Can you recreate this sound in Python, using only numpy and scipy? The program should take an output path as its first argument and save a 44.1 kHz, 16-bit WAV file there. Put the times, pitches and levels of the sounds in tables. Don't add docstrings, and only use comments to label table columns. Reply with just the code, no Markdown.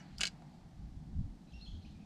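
import sys
import numpy as np
from scipy import signal
from scipy.fft import rfft, irfft
from scipy.io import wavfile
from scipy.ndimage import uniform_filter1d

SR = 44100
rng = np.random.default_rng(int(sys.argv[2]) if len(sys.argv) > 2 else 0)


def persist_wave(psi):
    counts = np.round(np.clip(psi, -1, 1) * 32767).astype(np.int16)
    wavfile.write(sys.argv[1], SR, np.atleast_2d(counts).T)


def boost_factor(decibels):
    exponent = np.asarray(decibels, float) / 20
    return 10 ** exponent


N = 90404
T = np.arange(N) / SR

# start_s [s], peak_db [dB], rattle_s [s], struck_spot_hz [Hz]
CLACKS = [(.2075, -29, .0012, 5000), (.2085, -21, .0015, 4500), (.2102, -26, .0015, 4500),
          (.2118, -25, .0012, 3600), (.2130, -25, .0015, 2800), (.2150, -29, .002, 3500),
          (.2174, -31, .0015, 4200), (.2200, -33, .002, 3200), (.2248, -39, .003, 2200),
          (.2326, -33, .001, 4000), (.2335, -18, .001, 3800), (.2350, -22, .001, 3000),
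          (.2366, -26, .0012, 3000), (.2382, -30, .0015, 2600), (.2408, -32, .002, 2600),
          (.2425, -33, .002, 2400), (.2452, -37, .002, 3000), (.2532, -31, .001, 4000),
          (.2539, -23, .0012, 3600), (.2548, -26, .0015, 3000), (.2572, -34, .0015, 4500),
          (.2588, -33, .002, 3000), (.2632, -37, .002, 2800), (.2686, -28, .0012, 4900),
          (.2715, -38, .002, 4000), (.2745, -29, .0012, 4800), (.278, -40, .003, 5000),
          (.282, -43, .004, 2500)]
# pitch_hz [Hz], width_hz [Hz], level_db [dB]
REEL_MODES = [(1640, 96, 7.5), (2314, 66, 2), (2964, 183, 4), (3440, 75, 2), (4140, 430, 2.5),
              (4760, 85, 6), (5580, 59, -3.5), (6420, 140, 0.5), (6940, 81, -2.5), (7180, 65, -22.5)]
# start_s [s], peak_db [dB], length_s [s], pitch_hz [Hz], width_hz [Hz]
TICKS = [(.178, -55, .004, 4500, 900), (.1828, -35, .0011, 4700, 1400), (.1831, -44, .001, 3200, 1200),
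         (.1836, -56, .0015, 13500, 3000), (.2085, -46, .002, 10200, 600), (.2338, -44, .0015, 10000, 900),
         (.1853, -44, .0015, 4800, 900), (.191, -53, .004, 4900, 900), (.189, -53, .003, 7200, 1500),
         (.195, -44, .003, 1450, 500), (.201, -44, .0015, 2700, 700), (.2035, -45, .004, 4500, 5000),
         (.231, -42, .002, 4500, 4000), (.229, -56, .004, 10300, 900), (.2965, -58, .002, 4000, 1200),
         (.4205, -49, .005, 780, 250), (.2195, -42, .002, 6800, 900)]
PING_STARTS = [
    .2268,
    .250,
]
# start_s [s] (centre of the thud), peak_db [dB], pitch_hz [Hz], length_s [s]
THUDS = [(0.226, -50.5, 45, 0.082), (.80, -40.5, 65.5, 0.0074), (.85, -42.5, 52, 0.038),
         (1.02, -46, 155.3, 0.031), (1.193, -36, 74.4, 0.028), (1.21, -39.5, 184, 0.0098),
         (1.246, -42, 101, 0.016), (.465, -50, 150.6, 0.04), (1.688, -48.5, 52.6, 0.071),
         (1.298, -46.5, 44.8, 0.069), (1.47, -53, 153.6, 0.039), (1.576, -45, 58.2, 0.051),
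         (1.748, -39, 81, 0.022), (1.787, -43.5, 83.5, 0.031)]
# start_s [s], level_db [dB]
GUSTS = [(0.0, -68), (0.1, -50), (0.17, -52), (0.2, -51.5), (0.56, -66), (0.67, -48.5), (0.7, -60.5),
         (0.84, -50.5), (0.98, -44.5), (1.01, -55), (1.16, -43.5), (1.19, -33.5), (1.43, -67), (1.44, -58),
         (1.78, -48), (1.88, -55), (1.91, -49.5), (2.05, -53)]
# pitch_hz [Hz], level_db [dB per Hz]
WIND_COLOUR = [(20, -0.5), (40, -4.5), (70, 0), (100, -6), (170, -7.5), (260, -24.5), (400, -57)]
# start_s [s], length_s [s], start_hz [Hz], end_hz [Hz], level_db [dB]
BIRD_NOTES = [(0, .03, 2950, 2930, -71), (.05, .05, 4300, 4150, -76), (1.47, .04, 3950, 3950, -77),
              (1.521, .012, 3350, 3100, -67), (1.535, .055, 2600, 2755, -64),
              (1.585, .055, 2760, 2700, -73), (1.595, .02, 3650, 3800, -70), (1.612, .036, 3900, 4240, -55),
              (1.648, .028, 4200, 4240, -61), (1.848, .04, 2400, 2750, -68), (1.95, .04, 2550, 2450, -76),
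              (1.995, .05, 2400, 2500, -75), (1.47, .04, 2650, 2600, -79), (1.825, .02, 4100, 4200, -73),
              (1.862, .012, 4400, 4900, -73)]
OCTAVES_DB = [-5, -30, -30, -8, -7, -5, -30, -35, -35, -12, -30, -30, -30, -30, -30]
RASPS = [1, 1, 2, 2, .6, 1.5, 1.5, .7, 1.5, 9, 6, 6, 4, 4, 8]
# start_s [s], pitch_hz [Hz], level_db [dB]
TRILL = [(1.654, 3600, -68), (1.662, 3150, -63), (1.674, 3200, -63), (1.684, 3450, -53), (1.695, 3050, -66),
         (1.705, 3450, -68), (1.72, 3050, -73), (1.74, 3300, -71), (1.75, 3050, -74), (1.763, 3400, -69),
         (1.785, 2950, -82)]
# pitch_hz [Hz], level_db [dB per Hz]
RUMBLE_COLOUR = [(40, -6.5), (110, -13.5), (165, 3), (220, -3.5), (300, -10.5), (430, -24.5), (600, -26),
                 (1050, -36.5)]
# pitch_hz [Hz], level_db [dB per Hz]
HISS_COLOUR = [(590, -35), (1000, -8.5), (1190, -2.5), (1290, -4), (1790, -5.5), (2590, -9), (4440, -7),
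               (7970, -15.5), (15500, -31)]
# pitch_hz [Hz], level_db [dB per Hz]
SWISH_COLOUR = [(1000, -3), (1400, 0), (2100, 4), (3000, -5), (3700, -6.5), (4300, -1.5), (6000, -15.5),
                (8000, -14)]
# start_s [s], level_db [dB]
MOTOR = [(0.0, -64.5), (0.18, -74), (0.21, -59.5), (0.3, -69), (0.46, -65.5), (0.48, -67.5), (0.81, -72.5),
         (1.82, -75.5), (2.05, -74)]

ATTACK_S = .0003
REEL_TOP_HZ, REEL_AIR_HZ = 7800, 10400
KNOCK_HZ, KNOCK_WIDTH_HZ = 520, 620
HISS_DB = -74.5


def reel():
    out = np.zeros(N)
    add_clacks(out)
    add_ticks(out)
    for start in PING_STARTS:
        u = (T - start) / .005
        out += boost_factor(-44) * np.sin(2 * np.pi * 7500 * T) * np.clip(4 * u * (1 - u), 0, 1)
    deck = boost_factor(-9.5) * echo(out, .05, .0025)
    far = boost_factor(-26) * echo(out, .2, .01)
    return out + deck + far


def add_clacks(out):
    rattle = np.array([spray(c[2]) for c in CLACKS])
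    spot_hz = np.array(CLACKS)[:, 3:]
    ring = 0
    for hz, width, db in REEL_MODES:
        nearness_db = db - 4 * np.log2(hz / spot_hz) ** 2
        ring = ring + boost_factor(nearness_db) * band(band(rattle, hz, 2 * width), hz, hz / 2)

    strike = abs(T[:rattle.shape[1]] - ATTACK_S) < .5 / SR
    x = rattle + boost_factor(17) * strike
    crack = np.array([band(v, hz, hz * 1.3) for v, hz in zip(x, spot_hz[:, 0])])
    crack = cut(crack, 1100, "high", order=2)
    air = cut(cut(x, REEL_AIR_HZ, "low", order=10), REEL_TOP_HZ - 800, "high")
    knock = band(band(x, KNOCK_HZ, KNOCK_WIDTH_HZ), KNOCK_HZ, KNOCK_WIDTH_HZ)
    fizz = cut(cut(x, REEL_AIR_HZ, "high"), 13800, "low")

    bright_db = 4 * np.log2(spot_hz / 4000)
    hits = cut(level(ring, 0) + level(crack, -3), REEL_TOP_HZ, "low", order=10)
    hits = hits + level(air, -18 + bright_db) + level(knock, -18 - bright_db) + level(fizz, -30)
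    filter_lag_s = .0004
    for (start, db, *_), hit in zip(CLACKS, hits):
        add(out, start - filter_lag_s, hit, db)


def add_ticks(out):
    for start, db, length, hz, width in TICKS:
        x = spray(length)
        tone = band(band(x, hz, width), hz, width)
        snap = cut(band(x, hz, min(2 * hz, SR / 3)), REEL_AIR_HZ, "low")
        add(out, start, level(tone, 0) + level(snap, -12), db)


def spray(length):
    t = T[:2600]
    grit = rng.standard_normal(len(t)) * boost_factor(3 * rng.standard_normal(len(t)))
    return grit * np.exp(-t / length) * (1 - np.exp(-t / ATTACK_S))


def add(out, start, hit, db):
    i = int(start * SR)
    out[i:i + len(hit)] += hit * boost_factor(db) / abs(hit).max()


def thuds():
    out = 0
    for start, db, hz, length in THUDS:
        u = (T - start) / length
        sag = 1 - .12 * np.clip(u, -2, 2) / 2
        out = out + boost_factor(db) * np.exp(-2 * u ** 2) * np.cos(2 * np.pi * hz * (T - start) * sag)
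    return out


def birds():
    start, hz, db = np.array(TRILL).T
    glide_hz = smooth(np.interp(T, start, hz))
    loudness = smooth(boost_factor(np.interp(T, start, db, left=-140, right=-140)))
    out = whistle(glide_hz, -17, 3) * loudness
    for (start, length, start_hz, end_hz, db), octave_db, rasp in zip(BIRD_NOTES, OCTAVES_DB, RASPS):
        u = np.clip((T - start) / length, 0, 1)
        swell = np.sin(np.pi * u ** .34) ** .4 * (u < 1)
        slide_hz = end_hz + (start_hz - end_hz) * np.exp(-u / .07)
        out += boost_factor(db) * swell * whistle(slide_hz, octave_db, rasp)

    smeared = out * boost_factor(7 * walk(450))
    shore = echo(smeared, .34, .02) * boost_factor(2.5 * walk(90))
    fluttering = out * boost_factor(2.5 * walk(120))
    return fluttering + boost_factor(-8) * shore + flock()


def smooth(v):
    return uniform_filter1d(v, size=150)


def whistle(hz, octave_db, rasp):
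    warble = 1 + rasp * .009 * walk(700)
    phase = 2 * np.pi * np.cumsum(hz * warble) / SR
    return np.sqrt(2) * (np.sin(phase) + boost_factor(octave_db) * np.sin(2 * phase))


def flock():
    hz, width = 3770, 2150
    chatter = level(band(band(rng.standard_normal(N), hz, width), hz, width), -73)
    u = np.clip((T - 1.49) / .72, 0, 1)
    return chatter * np.sin(np.pi * u ** .5) * boost_factor(2 * walk(42.95))


def wind():
    return coloured(WIND_COLOUR, 3.8, 14.54) * boost_factor(gust_db() - 3)


def gust_db():
    return np.interp(T, *np.array(GUSTS).T)


def bay():
    swish_db = -65.5 - 60 * T / 2.54
    swish = coloured(SWISH_COLOUR, 3.3, 25) * boost_factor(swish_db)
    rumble_db = -56 + .074 * (gust_db() + 56.5)
    rumble = coloured(RUMBLE_COLOUR, 1.43, 6.86) * boost_factor(rumble_db)
    hz, width = 764, 204
    motor = level(band(band(rng.standard_normal(N), hz, width), hz, 2 * width), 0)
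    motor = motor * boost_factor(np.interp(T, *np.array(MOTOR).T))
    hiss = coloured(HISS_COLOUR, .42, 19) * boost_factor(HISS_DB)
    return rumble + motor + hiss + swish


def coloured(table, flicker_db, rate):
    hz, db = np.array(table).T
    f = np.maximum(np.arange(N // 2 + 1) * SR / N, 1)
    colour_db = np.interp(np.log(f), np.log(hz), db, left=-90, right=-90)
    spectrum = rfft(rng.standard_normal(N)) * boost_factor(colour_db)
    out = 0
    for octave in np.arange(4, 15, .5):
        share = np.clip(1 - 2 * abs(np.log2(f) - octave), 0, 1)
        out = out + irfft(spectrum * share, N) * boost_factor(flicker_db * walk(rate))
    return level(out, 0)


def walk(rate):
    k = int(SR / rate)
    steps = np.repeat(rng.standard_normal(N // k + 1), k)
    return 1.21 * uniform_filter1d(uniform_filter1d(steps, k), k)[:N]


def echo(x, t60, late):
    t = T[:int(SR * .8)]
    tail = rng.standard_normal(len(t)) * boost_factor(-60 * t / t60) * (1 - np.exp(-t / late))
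    return signal.fftconvolve(x, tail / np.sqrt(np.sum(tail ** 2)))[:N]


def level(x, db):
    return _scaled(x, db)


def _scaled(x, db):
    rms = np.sqrt(np.mean(x ** 2, axis=-1, keepdims=True))
    return x * boost_factor(db) / rms


def band(x, hz, width):
    return signal.lfilter(*signal.iirpeak(hz, hz / width, fs=SR), x)


def cut(x, hz, kind, order=4):
    return signal.sosfilt(signal.butter(order, hz, kind, fs=SR, output="sos"), x)


def scene():
    clacks = reel()
    mid = clacks + thuds() + birds() + wind() + bay()
    late = np.roll(clacks, shift=40)
    top_noise = cut(cut(rng.standard_normal(N), 11300, "high", order=8), 14800, "low")
    side = level(top_noise, -98)
    side += level(cut(rng.standard_normal(N), 3000, "high"), HISS_DB - 24.5)
    side += boost_factor(-27.5) * cut(late, 5100, "high")
    side += boost_factor(-7) * cut(late, REEL_AIR_HZ + 600, "high", order=8)
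    side += boost_factor(-19.5) * cut(late, 870, "low")
    return np.array([mid + side, mid - side])


def top_cut(x):
    return signal.sosfilt(signal.butter(12, 15690, fs=SR, output="sos"), x)


def record(dry):
    heard = cut(dry, 15500, "low", order=16)
    return top_cut(heard)


dry = scene()
out = record(dry)
persist_wave(out)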